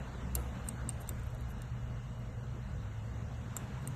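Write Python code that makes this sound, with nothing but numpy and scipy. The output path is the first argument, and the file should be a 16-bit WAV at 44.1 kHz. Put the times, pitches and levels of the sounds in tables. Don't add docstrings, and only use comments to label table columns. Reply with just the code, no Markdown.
import sys
import numpy as np
from scipy import signal
from scipy.fft import rfft, irfft
from scipy.io import wavfile
from scipy.ndimage import uniform_filter1d, minimum_filter1d

SR = 44100
rng = np.random.default_rng(int(sys.argv[2]) if len(sys.argv) > 2 else 0)


def ratio_of_db(decibels):
    return 10 ** (np.asarray(decibels, float) / 20)


def to_wav(s):
    ch = np.atleast_2d(s).T
    pcm = np.round(np.clip(ch, -1, 1) * 32767)
    wavfile.write(sys.argv[1], SR, pcm.astype(np.int16))


N = 174195


def evened(x):
    return x / np.sqrt(np.mean(x ** 2) + 1e-20)


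def read(points, hz):
    f, value = np.transpose(points)
    return np.interp(np.log(hz + 1), np.log(f + 1), value)


def over_time(curve, t):
    return np.interp(t, *np.transpose(curve))


def add(mix, s, sound):
    part = mix[round(s * SR):][:len(sound)]
    part += sound[:len(part)]


def noise(field_db, size):
    patchy_db = 1.5
    hop = size // 4
    frames, hz = N // hop + 5, np.fft.rfftfreq(size, 1 / SR)
    real, imaginary, c = rng.standard_normal((frames, len(hz), 3)).T
    patches = evened(uniform_filter1d(uniform_filter1d(c, size=12, axis=0), size=10, axis=1))
    level_db = field_db(hz[:, None], np.arange(frames) * hop / SR) + patchy_db * patches
    z = (real + 1j * imaginary) * ratio_of_db(level_db)
    return signal.istft(z, nperseg=size, noverlap=size - hop)[1][:N]


def tone(hz, db, width_hz, fuzz):
    r = np.exp(-np.pi * width_hz / SR)
    a, b = signal.lfilter([1], [1, -2 * r, r * r], rng.standard_normal((2, N)))
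    wobble = 1 + fuzz * (evened(a) + 1j * evened(b))
    turning = np.exp(2j * np.pi * np.cumsum(hz * np.ones(N)) / SR)
    return ratio_of_db(db) * evened((wobble * turning).real)


def glide(rows, width_hz, fuzz):
    t, (s, hz, db) = np.arange(N) / SR, np.transpose(rows)
    return tone(np.interp(t, s, hz), np.interp(t, s, db), width_hz, fuzz)


def air():
    # frequency in Hz, relative level in dB per Hz
    spectrum = [(90, -53), (150, 0), (196, 0.5), (293, -13), (350, -14), (438, -12), (750, -15),
                (1490, -17), (2410, -26.5), (2700, -26), (3250, -30.5), (3800, -29), (4200, -31.5),
                (4900, -38.5), (6000, -34), (7030, -33), (8350, -38), (9300, -54), (10500, -48),
                (13000, -45), (13700, -51), (14200, -63)]
    # time in seconds, level in dB before the lift
    swell = [(0.0, -50.5), (0.58, -50.5), (0.74, -51), (1.53, -54.5), (2.11, -56), (2.38, -56.5),
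             (2.66, -55), (3.21, -54.5), (3.64, -50.5), (3.95, -52)]
    lift_db = 3.5
    mean_db = np.mean([db for s, db in swell])

    def field_db(hz, t):
        follows = read([(200, 0.92), (450, 0.69), (2000, 0.95), (6000, 0.66)], hz)
        return read(spectrum, hz) + follows * (over_time(swell, t) - mean_db)

    return ratio_of_db(mean_db + lift_db) * evened(noise(field_db, size=1024))


def rumble():
    # frequency in Hz, relative level in dB per Hz
    spectrum = [(8.8, -62), (15, -8), (54, 5), (120, 4.5), (141, 4), (167, -17), (220, -3), (260, -28.5),
                (340, -32), (570, -120)]
    return ratio_of_db(-46) * evened(noise(lambda hz, t: read(spectrum, hz) + 0 * t, size=4096))


def hum():
    # time in seconds, level in dB
    level = [(0, -48.5), (1.2, -45), (2.5, -44.5), (2.9, -51.5), (3.95, -48)]
    return tone(119.4, over_time(level, np.arange(N) / SR), width_hz=17.6, fuzz=0.28)


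def drone():
    # time in seconds, pitch in Hz, level in dB
    path = [(0, 60.1, -51), (.4, 64.44, -41.5), (1.2, 64.63, -48.5), (1.75, 60.03, -43.5),
            (2.05, 62.5, -49.5), (2.4, 66, -47.5), (2.9, 59.83, -53.5), (3.2, 68.3, -44.5),
            (3.5, 73.6, -47), (3.95, 63.6, -54.5)]
    return glide(path, width_hz=17.6, fuzz=0.72)


def fan():
    # frequency in Hz, width in Hz, level in dB
    bands = [(195, 8.3, -61), (490, 29, -67), (627.6, 29, -69), (2076, 43, -76.5), (2880, 72, -74.5),
             (5730, 95, -82.5)]
    return sum(tone(hz, db, width_hz, fuzz=2.8) for hz, width_hz, db in bands)


def engine():
    # time in seconds, pitch in Hz, level in dB
    path = [(2.5, 100.5, -67), (2.8, 103.2, -46), (3.3, 114.8, -44.5), (3.651, 123, -48.5),
            (3.85, 137.7, -42), (3.95, 138, -52)]
    return glide(path, width_hz=12.6, fuzz=0.24)


def whistle():
    # time in seconds, pitch in Hz, level in dB
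    path = [(2.52, 12200, -100), (2.58, 11800, -90), (2.68, 11100, -90), (2.76, 10600, -100)]
    return glide(path, width_hz=120, fuzz=0.73)


def contact(grit, share, db):
    contact_s = 0.0018
    u = np.arange(len(grit)) / SR / (contact_s * share)
    force = grit * u ** 2 * np.exp(-2 * u)
    seat = ratio_of_db(-1.5 - 2.6 * min(db + 31, 0))
    force = force / np.linalg.norm(force) + seat * (np.arange(len(u)) == np.argmax(u > .8))
    return force / np.linalg.norm(force)


def ring(modes, share, luck):
    scatter_db, detune, build_s = -5, 0.0051, 0.00038
    t = np.arange(3000) / SR
    hz, db, t60 = np.transpose(modes)[:, :, None]
    db = db + scatter_db * luck[:len(modes), None]
    hz = hz * (1 + detune * luck[::-1][:len(modes), None])
    decay = ratio_of_db(db - 60 * t / np.maximum(share * t60, .001))
    x = (decay * np.sin(2 * np.pi * hz * t)).sum(0)
    x *= 1 - np.exp(-t / (share * build_s))
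    return x / np.abs(x).max()


def metal(force, pins_db, pick_db, body_db, share, luck, crack_db):
    # frequency in Hz, relative level in dB, free t60 in seconds
    pin_modes = [(7435, -3.5, 0.03), (7620, -3, 0.018), (8150, -15, .008), (8410, -0.5, 0.016),
                 (8630, 1.5, .019), (8620, -9.5, .015), (13280, -7, 0.021)]
    pick_modes = [(10700, -12, .01), (11140, -1, .012), (11300, -3, .013), (11860, -3, 0.015),
                  (11680, 3.5, 0.013), (13120, -7.5, 0.0089), (13600, -4.5, .012), (13600, -6, 0.0092)]
    body_modes = [(1470, -14, .015), (2060, -2, 0.013), (2806, 0.5, 0.075), (3100, -10, 0.012),
                  (3670, 3.5, 0.042), (4030, 6, .02), (4600, 4.5, 0.022), (5290, -1, 0.032),
                  (6000, 5, .012), (6240, 7, 0.012)]
    parts = ring(pin_modes, share, luck[0])
    parts += ratio_of_db(pick_db) * ring(pick_modes, share, luck[1])
    parts += ratio_of_db(body_db) * ring(body_modes, share, luck[2])
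    out = signal.fftconvolve(force, parts)
    out[:len(force) - 1] += ratio_of_db(crack_db) * np.diff(force, 2, append=0) / 2
    return ratio_of_db(pins_db) * out


def clicks():
    # start in seconds, pins in dB, pick in dB over pins, lock body in dB over pins,
    # ring length as share of a free ring
    contacts = [(0.3504, -35, 10, -16, 0.8), (0.3517, -20.5, -8, -19, 0.4), (0.3522, -34.5, 15.5, -5, 0.7),
                (0.355, -43.5, 1, 6.5, 0.92), (0.358, -48.5, 4, 1, 0.8), (0.676, -48, -6, -17, 0.56),
                (0.6854, -26.5, -11, -16.5, 0.93), (0.8896, -24.5, -12.5, -17, 0.88),
                (0.902, -47.5, -10, 2.5, 0.55), (1.02, -56, -3, -6, 0.69), (1.0301, -61, 1.5, 0, 0.6),
                (1.075, -49, -18, 3, 0.73), (1.0897, -25, -11, -15.5, 0.81), (1.1871, -68, 1, 5, 0.73),
                (1.1947, -52.5, -15, -10, 0.73), (1.233, -54.5, -4, -12, 0.74), (1.2647, -61, -2, 3, 0.72),
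                (1.347, -54, 1, -9, 0.68), (1.3804, -58, -14, -6, 0.6), (1.4072, -53, 1, -7, 0.68),
                (1.5044, -58.5, -7, 2.5, 0.48), (1.5827, -59.5, -11, -7.5, 0.6),
                (1.6178, -42.5, -9, -6.5, 0.75), (2.1906, -66, 4, -8, 0.8), (3.5642, -47, 6.5, -2, 0.38),
                (3.5658, -24.5, -8.5, -24, 0.42), (3.5707, -35.5, -10, -10.5, 0.66),
                (3.824, -59, -33.5, -19, 0.73), (3.874, -27, -10, -15.5, 0.45)]
    crack_db, snap_share = -13, 0.076
    direct, snaps = np.zeros((2, N))
    for (s, *dbs, share), draw in zip(contacts, rng.standard_normal((len(contacts), 630))):
        luck = draw[:30].reshape(3, -1)
        louder_db = max(dbs[0], dbs[0] + dbs[1])
        force = contact(draw[30:], share, louder_db)
        add(direct, s, metal(force, *dbs, share, luck, crack_db))
        add(snaps, s, metal(force, *dbs, snap_share, luck, crack_db))
    return direct, snaps


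def room(x):
    # frequency in Hz, t60 in seconds
    decay = [(1000, 0.12), (4000, 0.067), (8000, 0.4), (12000, 0.52)]
    hz, t, z = signal.stft(rng.standard_normal(SR // 2), SR, nperseg=128)
    tail = signal.istft(z * ratio_of_db(-60 * t / read(decay, hz)[:, None]), SR, nperseg=128)[1]
    tail *= np.clip(np.arange(len(tail)) / SR / 0.0034, 0, 1) ** 2
    return ratio_of_db(-15.5) * signal.fftconvolve(x, tail / np.linalg.norm(tail))[:N]


def thud(db, hz, t60, grit):
    t = np.arange(len(grit)) / SR
    band = signal.butter(2, [hz * .55, hz * 1.7], "band", fs=SR, output="sos")
    knock = evened(signal.sosfilt(band, grit))
    return ratio_of_db(db - 60 * t / t60) * np.minimum(t * hz / 3.3, 1) * knock


def thuds():
    # start in seconds, level in dB, centre in Hz, t60 in seconds
    knocks = [(0.351, -44, 1300, 0.034), (.356, -42, 390, 0.29), (.891, -48, 1490, 0.032),
              (1.091, -49, 1465, .025), (1.098, -40, 280, 0.096), (3.5659, -31, 1100, .016)]
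    out = np.zeros(N)
    for (s, *row), grit in zip(knocks, rng.standard_normal((len(knocks), 8000))):
        add(out, s, thud(*row, grit))
    return out


def scrapes():
    # start in seconds, length in seconds, pins in dB
    slides = [(0.64, 0.042, -61.5), (1, 0.022, -54), (1.072, 0.03, -59.5), (1.413, 0.0089, -66),
              (1.48, 0.042, -63), (3.81, 0.027, -73), (1.016, 0.019, -66), (2.185, 0.014, -73),
              (1.1, .01, -70), (3.874, .012, -58), (1.23, .012, -68), (1.258, 0.014, -64.5),
              (1.3, 0.0074, -65)]
    out = np.zeros(N)
    for (s, length, db), draw in zip(slides, rng.standard_normal((len(slides), 4030))):
        u = np.arange(4000) / SR / length
        spiky = draw[30:] * abs(draw[30:])
        force = 0.122 * spiky * np.sqrt(u) * (u < 1)
        luck = draw[:30].reshape(3, -1)
        add(out, s, metal(force, db, pick_db=0.9, body_db=-15, share=0.27, luck=luck, crack_db=-20))
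    return out


def dip_and_top_cut(x):
    hz = np.fft.rfftfreq(x.shape[1], 1 / SR)
    dip = ratio_of_db(-21 * np.exp(-((hz - 9900) / 420) ** 4))
    return irfft(rfft(x) * dip / (1 + (hz / 13900) ** 60), x.shape[1])


def spectral_holes(x):
    # frequency in Hz, threshold in dB against the usual level
    thresholds = [(250, -13), (340, -3.5), (450, -6.5), (1500, -19), (2200, -1.5), (3400, -1.5),
                  (4900, 1.6), (5600, 0.5), (6300, -8), (9000, -7), (10500, -14)]
    depth_db = -22
    hz, t, z = signal.stft(x, SR, nperseg=2048, noverlap=1024)
    level_db = 10 * np.log10(abs(uniform_filter1d(abs(z) ** 2, size=5, axis=1)) + 1e-20)
    smooth_db = uniform_filter1d(uniform_filter1d(level_db, size=15, axis=2), size=15, axis=1)
    usual_db = minimum_filter1d(smooth_db, size=21, axis=2)
    over_db = level_db - usual_db - read(thresholds, hz)[:, None]
    gain = ratio_of_db(depth_db * np.clip(.5 - over_db, 0, 1))
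    return signal.istft(z * gain, SR, nperseg=2048, noverlap=1024)[1][:, :N]


def scene():
    background = air() + rumble() + hum() + drone() + fan() + engine() + whistle()
    direct, snaps = clicks()
    near = direct + room(snaps) + thuds() + scrapes()
    return (near + background)[None]


def top_cut(x):
    return signal.sosfilt(signal.butter(12, 14700, fs=SR, output="sos"), x)


def record(dry):
    mix = spectral_holes(dip_and_top_cut(dry))
    return top_cut(mix)


dry = scene()
out = record(dry)
to_wav(out)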